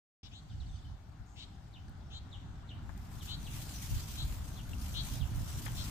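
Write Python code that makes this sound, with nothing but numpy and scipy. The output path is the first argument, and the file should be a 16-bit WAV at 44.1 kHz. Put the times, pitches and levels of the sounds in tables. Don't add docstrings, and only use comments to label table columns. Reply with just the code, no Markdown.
import sys
import numpy as np
from scipy import signal
from scipy.fft import rfft, irfft, next_fast_len
from scipy.io import wavfile
from scipy.ndimage import uniform_filter1d, map_coordinates

SR = 44100
rng = np.random.default_rng(int(sys.argv[2]) if len(sys.argv) > 2 else 0)


def inscribe(sig):
    pcm = np.round(np.clip(np.atleast_2d(sig).T, -1, 1) * 32767)
    wavfile.write(sys.argv[1], SR, pcm.astype(np.int16))


N = 260190

# (time [s], gain [dB], pan [dB])
BACKGROUND_SWELL = [(0.25, -10.5, 9.5), (1.7, -8, 6.5), (2.7, -4, 4), (3.7, -1.1, 3.5), (4.7, -1, 4.5),
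                    (5.3, 0.5, 4), (5.9, 2, 2.5)]
# (start [s], length [s], peak level [dB], pan [dB])
GUSTS = [(0.489, 0.35, -42.5, -3.5), (0.848, 0.12, -42, -5), (1.197, 0.043, -46, 1),
         (2.747, 0.39, -49.5, 2), (3.909, 0.1, -33.5, -1), (4.206, 0.13, -37, 6), (4.377, 0.091, -42.5, 5),
         (5.11, 0.076, -37, -26), (5.198, 0.077, -31, -21), (5.306, 0.14, -36, -6), (5.465, 0.17, -43, 2),
         (5.68, 0.38, -58, 9)]
# (time [s], level before the lift in leaves() [dB])
LEAF_BREEZE = [(0.25, -78), (0.77, -72.5), (1.0, -81.5), (1.22, -82.5), (1.47, -75.5), (1.69, -79.5),
               (2.2, -77.5)]
# (start [s], length [s], peak level [dB])
SWISHES = [(2.946, 0.2, -69.5), (3.098, 0.12, -59), (3.213, 0.068, -51), (3.244, 0.082, -55.5),
           (3.405, 0.12, -58), (3.485, 0.2, -50.5), (3.611, 0.02, -50), (3.627, 0.32, -50.5),
           (3.815, 0.071, -48), (3.858, 0.22, -49), (3.99, 0.025, -51.5), (4.044, 0.19, -49.5),
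           (4.19, 0.23, -52.5), (4.44, 0.025, -58), (4.475, 0.021, -53.5), (4.77, 0.24, -51.5),
           (4.995, 0.23, -48), (5.2, 0.14, -60), (5.33, 0.12, -55.5), (5.408, 0.34, -50.5),
           (5.565, 0.043, -48.5), (5.653, 0.6, -49)]
# (frequency [Hz], relative level [dB])
WIND_COLOUR = [(15, -11.5), (30, -8.5), (52, 3), (75, 0), (115, -2.5), (160, -15.5), (230, -24), (400, -46),
               (1000, -77)]
DRONE_COLOUR = [(40, -2.5), (90, 4.5), (150, 6), (200, 0), (300, -6), (400, -17.5), (500, -28), (900, -69)]
TYRE_COLOUR = [(300, -3.5), (490, -7.5), (620, -3), (780, -3.5), (950, -2), (1150, -4), (1430, -3),
               (1650, -7), (1900, -10), (2600, -15), (4000, -18.5), (9000, -47)]
WHINE_COLOUR = [(500, -45), (690, -1.5), (740, 0), (800, 2), (880, -9.5), (1200, -59)]
LEAF_COLOUR = [(1200, -1), (2400, -4), (3500, 4), (5000, 1), (6700, -0.5), (8300, -4), (10000, -28),
               (16000, -38)]
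GRASS_COLOUR = [(500, -13), (1200, -5.5), (1900, 0.5), (2500, 3.5), (3200, 5), (4000, 4.5), (4900, 4),
                (6500, 6.5), (8500, 3.7), (10500, -0.5), (12500, 2.5), (15500, 0)]
# (start [s], length [s], level [dB], first pitch [Hz], held pitch [Hz],
# octave overtone [dB], roughness [0-1], flutter swing [Hz], loudest point [share of length])
BUZZES = [(0.201, 0.09, -58, 2300, 3480, -26, 0.3, 250, 0.74),
          (0.307, 0.1, -55.5, 2604, 3900, -6.5, 0.06, 282, .58),
          (1.354, 0.098, -51, 2600, 3710, -13, 0.4, 170, 0.81),
          (2.099, 0.096, -51.5, 2900, 3760, -6.5, 0.1, 300, 0.77),
          (3.269, 0.092, -44, 3100, 3856, -12, 0.09, 336, 0.69),
          (4.165, .084, -44.5, 3400, 3880, -13, 0.12, 232, 0.47),
          (4.935, 0.092, -39.5, 3180, 3840, -17, 0.12, 295, 0.59),
          (5.764, 0.075, -47.5, 3400, 3767, -17, 0.26, 220, 0.45)]
# (frequency [Hz], gain [dB])
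THROAT = [(700, -48), (2100, 1.5), (3200, 2), (4000, 2.5), (4400, 3), (4900, 3.5), (5600, 0.5), (6500, -1),
          (7400, -5), (8400, -10), (10000, -28)]
# (frequency [Hz], t60 [s])
TREE_ECHO = [(500, 0.57), (3500, 0.56), (10000, 0.061)]
# (start [s], length [s], level [dB], pitch [Hz], roughness [0-1])
RASPS = [(0.216, 0.06, -61.5, 5080, 0.54), (1.255, 0.15, -73.5, 6800, .95), (5.766, 0.1, -52.5, 5210, .7)]
# (start [s], length [s], level [dB], first pitch [Hz], last pitch [Hz])
CHIRPS = [(0.494, 0.038, -65.5, 4000, 2910), (0.596, 0.044, -65, 4600, 2930),
          (1.729, 0.053, -63, 4450, 2620), (2.312, 0.055, -59, 4250, 2850),
          (2.68, 0.048, -57.5, 4150, 2740), (3.196, 0.041, -58.5, 4300, 2840),
          (3.45, 0.042, -56, 4450, 2660), (3.948, 0.043, -59.5, 4200, 2920),
          (4.558, 0.053, -58, 4350, 2860), (5.196, 0.047, -57.5, 4200, 2816)]
# (start [s], length [s], level [dB], first pitch [Hz], last pitch [Hz])
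TWITTER = [(0.66, 0.016, -69, 4350, 4520), (0.686, 0.021, -70, 3900, 3320), (0.724, 0.03, -67, 3320, 3730),
           (0.752, 0.02, -68, 3200, 2980), (0.758, 0.02, -68, 4400, 4520), (0.783, 0.016, -69, 3600, 3330),
           (0.818, 0.018, -72, 3380, 3600), (0.847, 0.013, -65.5, 3160, 2970),
           (0.866, 0.009, -72, 3120, 3060)]
# (time [s], peak level [dB], pitch [Hz], width [octaves], t60 [s], pan [dB])
TICKS = [(1.883, -54, 1600, 0.2, 0.021, 6), (1.883, -52.5, 5500, 0.4, 0.013, 5),
         (1.8955, -53, 11000, 0.87, 0.009, 12), (2.893, -40.5, 890, 0.75, 0.045, 17),
         (2.977, -44.5, 8070, 1.2, 0.011, 6), (3.196, -43, 11000, 1.0, .008, 2),
         (4.734, -41, 2790, 0.056, 0.028, 2), (5.658, -43, 4000, 0.18, 0.037, 15),
         (5.658, -33.5, 8900, 0.3, 0.006, 7), (5.662, -35, 1300, 0.74, 0.062, 25),
         (5.6655, -32.5, 1400, 0.98, 0.016, 14), (5.6795, -36, 1900, 0.84, 0.017, 13),
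         (5.681, -38, 925, 0.2, 0.016, 18), (5.685, -47.5, 3100, 0.1, 0.15, 10),
         (5.7197, -35, 4000, 1.6, 0.0037, 14)]


def amp(db):
    return 10 ** (np.asarray(db) / 20)


def unit(x):
    return x / np.sqrt(np.mean(x ** 2) + 1e-20)


def along(points, hz):
    freqs, values = np.transpose(points)
    return np.interp(np.log(hz + 1), np.log(freqs + 1), values)


def curves(rows):
    times, *columns = np.transpose(rows)
    return [np.interp(np.arange(N) / SR, times, column) for column in columns]


def wobble(rate, size=N):
    points = rng.standard_normal(int(size * rate / SR) + 4)
    return map_coordinates(points, [np.arange(size) * rate / SR])


def progress(length):
    return np.linspace(0, 1, round(length * SR))


def swell_at(start, length, rise, fall):
    u = (np.arange(N) / SR - start) / length
    ramp = np.minimum(u / rise, (1 - u) / fall)
    return np.sin(np.pi / 2 * np.clip(ramp, 0, 1))


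def filtered(x, response):
    n = x.shape[-1]
    padded = next_fast_len(n + 8192)
    hz = np.fft.rfftfreq(padded, 1 / SR)
    return irfft(rfft(x, padded) * response(hz), padded)[..., :n]


def panned(pan_db):
    gains = amp(np.vstack([pan_db / 2, -pan_db / 2]))
    return gains / np.sqrt(np.mean(gains ** 2, axis=0))


def add(track, start, sound):
    part = track[:, max(round(start * SR), 0):][:, :sound.shape[-1]]
    part += sound[..., :part.shape[-1]]


def rush(colour, alike, patchy_db):
    spectrum = signal.stft(rng.standard_normal((2, N)), nperseg=512)[2]
    patches = uniform_filter1d(rng.standard_normal(spectrum.shape[1:]), size=8, axis=0)
    patches = uniform_filter1d(patches, size=10, axis=1)
    noise = signal.istft(spectrum * amp(patchy_db * unit(patches)), nperseg=512)[1][:, :N]
    middle, side = filtered(noise, lambda hz: amp(along(colour, hz)))
    spread = np.arccos(alike) / 2
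    middle, side = np.cos(spread) * middle, np.sin(spread) * side
    return unit(np.array([middle + side, middle - side]))


def wind():
    gain_db, _ = curves(BACKGROUND_SWELL)
    flow_db = -43 + gain_db + 2 * wobble(9.8)
    power = (amp(flow_db) * panned(pan_db=1)) ** 2
    for start, length, db, pan_db in GUSTS:
        gust = amp(db) * panned(pan_db) * swell_at(start, length, rise=0.098, fall=0.35)
        power += gust ** 2
    swirls = rush(WIND_COLOUR, alike=0.65, patchy_db=1)
    swirl_power = uniform_filter1d(np.mean(swirls ** 2, axis=0), size=SR // 10)
    even_swirls = swirls / np.sqrt(np.abs(swirl_power) + 1e-9)
    return np.sqrt(power) * even_swirls


def traffic():
    gain_db, pan_db = curves(BACKGROUND_SWELL)
    drone = amp(-48 + gain_db) * rush(DRONE_COLOUR, alike=1, patchy_db=1.5)
    tyres = amp(-56.5 + gain_db) * panned(pan_db) * rush(TYRE_COLOUR, alike=0.27, patchy_db=1.5)
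    whine = amp(-70) * panned(pan_db) * rush(WHINE_COLOUR, alike=0.15, patchy_db=0.5)
    return drone + tyres + whine


def leaves(lift_db=7):
    breeze_db, = curves(LEAF_BREEZE)
    return amp(breeze_db + lift_db) * rush(LEAF_COLOUR, alike=0.022, patchy_db=2.5)


def grass(rest_db=-79, brush_db=-58, brush_from_s=2.71, brush_rise_s=0.99):
    brushing = amp(brush_db) * np.clip((np.arange(N) / SR - brush_from_s) / brush_rise_s, 0, 1)
    swish_power = sum((amp(db) * swell_at(start, length, rise=0.27, fall=0.36)) ** 2
                      for start, length, db in SWISHES)
    level = np.sqrt(amp(rest_db) ** 2 + brushing ** 2 + swish_power)
    catching = wobble(160)
    crackle = np.array([wobble(1200), wobble(1200)])
    rustle = amp(1.2 * catching + 2 * crackle) * rush(GRASS_COLOUR, alike=0.0098, patchy_db=2)
    return level * panned(pan_db=1.5) * unit(rustle)


def trill(pitch_hz, rough, rate_hz, swing_hz):
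    n = len(pitch_hz)
    flutter = 2 * np.pi * np.cumsum(rate_hz * (1 + 0.03 * wobble(50, n))) / SR
    hz = pitch_hz + swing_hz * np.sin(flutter) + rough * 650 * wobble(1400, n)
    return 2 * np.pi * np.cumsum(hz) / SR, flutter


def among_trees(call, pan_db, lag_ms, near_db, near_t60, far_db):
    arrival_s = np.array([[1], [-1]]) * lag_ms / 2000
    direct = panned(pan_db) * filtered(call, lambda hz: np.exp(-2j * np.pi * hz * arrival_s))
    hz, t, spectrum = signal.stft(rng.standard_normal((2, SR // 2)), SR, nperseg=256)
    far_fade = amp(-60 * t / along(TREE_ECHO, hz)[:, None])
    far = signal.istft(spectrum * far_fade, SR, nperseg=256)[1]
    t = np.arange(far.shape[1]) / SR
    near = rng.standard_normal(far.shape) * amp(-60 * t / near_t60)
    echo = amp(near_db) * near / np.linalg.norm(near[0]) + amp(far_db) * far / np.linalg.norm(far[0])
    heard = signal.fftconvolve(call[None], echo, axes=1)
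    add(heard, 0, direct)
    return heard


def from_perch(call, pan_db):
    return among_trees(call, pan_db, lag_ms=0.13, near_db=-7, near_t60=0.04, far_db=-15)


def buzzes(flutter_hz=120, voices_apart_hz=630):
    out = np.zeros((2, N))
    for start, length, db, first_hz, held_hz, octave_db, rough, swing_hz, loudest in BUZZES:
        u = progress(length)
        n = len(u)
        pitch_hz = held_hz + (first_hz - held_hz) * (1 - u) ** 2.3
        phase, flutter = trill(pitch_hz, rough, flutter_hz, swing_hz)
        apart = np.pi * np.cumsum(voices_apart_hz + 80 * wobble(300, n)) / SR
        voices = np.sin(phase + apart) + 0.82 * np.sin(phase - apart)
        octave = np.sin(2 * phase + wobble(1500, n))
        octave += 0.54 * np.sin(2 * (phase - apart) + wobble(1500, n))
        hiss = 3 * rough * (1 - 0.41 * u) * rng.standard_normal(n)
        throb = 1 - 0.2 * np.sin(flutter)
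        source = throb * (voices + amp(octave_db) * octave + hiss)
        call = filtered(source, lambda hz: amp(along(THROAT, hz)))
        arch = np.interp(u, [0, loudest, 1], [0, 0.5, 1])
        swell = np.abs(np.sin(np.pi * arch)) ** 0.78
        add(out, start, from_perch(amp(db) * swell * unit(call), pan_db=9.5))
    return out


def rasps():
    out = np.zeros((2, N))
    for start, length, db, hz, rough in RASPS:
        u = progress(length)
        phase, flutter = trill(np.full(len(u), hz), rough, rate_hz=110, swing_hz=517)
        note = (1 + 0.5 * np.cos(flutter)) * np.sin(phase)
        swell = np.abs(np.sin(np.pi * u)) ** 0.28
        add(out, start, from_perch(amp(db) * swell * unit(note), pan_db=11))
    return out


def whistles(notes, bend, hoarse_hz, near_db, far_db):
    out = np.zeros((2, N))
    for start, length, db, first_hz, last_hz in notes:
        u = progress(length)
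        hz = last_hz + (first_hz - last_hz) * (1 - u) ** bend + hoarse_hz * wobble(1083, len(u))
        phase = 2 * np.pi * np.cumsum(hz) / SR
        swell = np.abs(np.sin(np.pi * u)) ** 0.5 * amp(3.3 * wobble(304, len(u)))
        note = amp(db) * swell * unit(np.sin(phase) + amp(-25) * np.sin(2 * phase))
        heard = among_trees(note, pan_db=4, lag_ms=0, near_db=near_db, near_t60=0.17, far_db=far_db)
        add(out, start, heard)
    return out


def ticks():
    out = np.zeros((2, N))
    t = np.arange(SR // 20) / SR
    for start, db, pitch_hz, width, t60, pan_db in TICKS:
        burst = rng.standard_normal(len(t)) + rng.standard_normal((2, len(t)))
        ring = filtered(burst, lambda hz: np.exp(-0.5 * (np.log2((hz + 1) / pitch_hz) / width) ** 2))
        ring *= amp(-60 * t / t60)
        add(out, start, amp(db) * panned(pan_db) * ring / np.abs(ring).max())
    return out


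def scene():
    background = wind() + traffic() + leaves() + grass()
    harsh_calls = buzzes() + rasps()
    chirps = whistles(CHIRPS, bend=1.7, hoarse_hz=150, near_db=-2.5, far_db=-8)
    twitter = whistles(TWITTER, bend=1, hoarse_hz=70, near_db=-6, far_db=-6)
    return background + harsh_calls + chirps + twitter + ticks()


def record(dry):
    open_s, fade_in_s, top_hz = 0.23, 0.004, 15500
    opened = np.clip((np.arange(N) / SR - open_s) / fade_in_s, 0, 1)
    return filtered(dry * opened, lambda hz: hz < top_hz)


dry = scene()
out = record(dry)
inscribe(out)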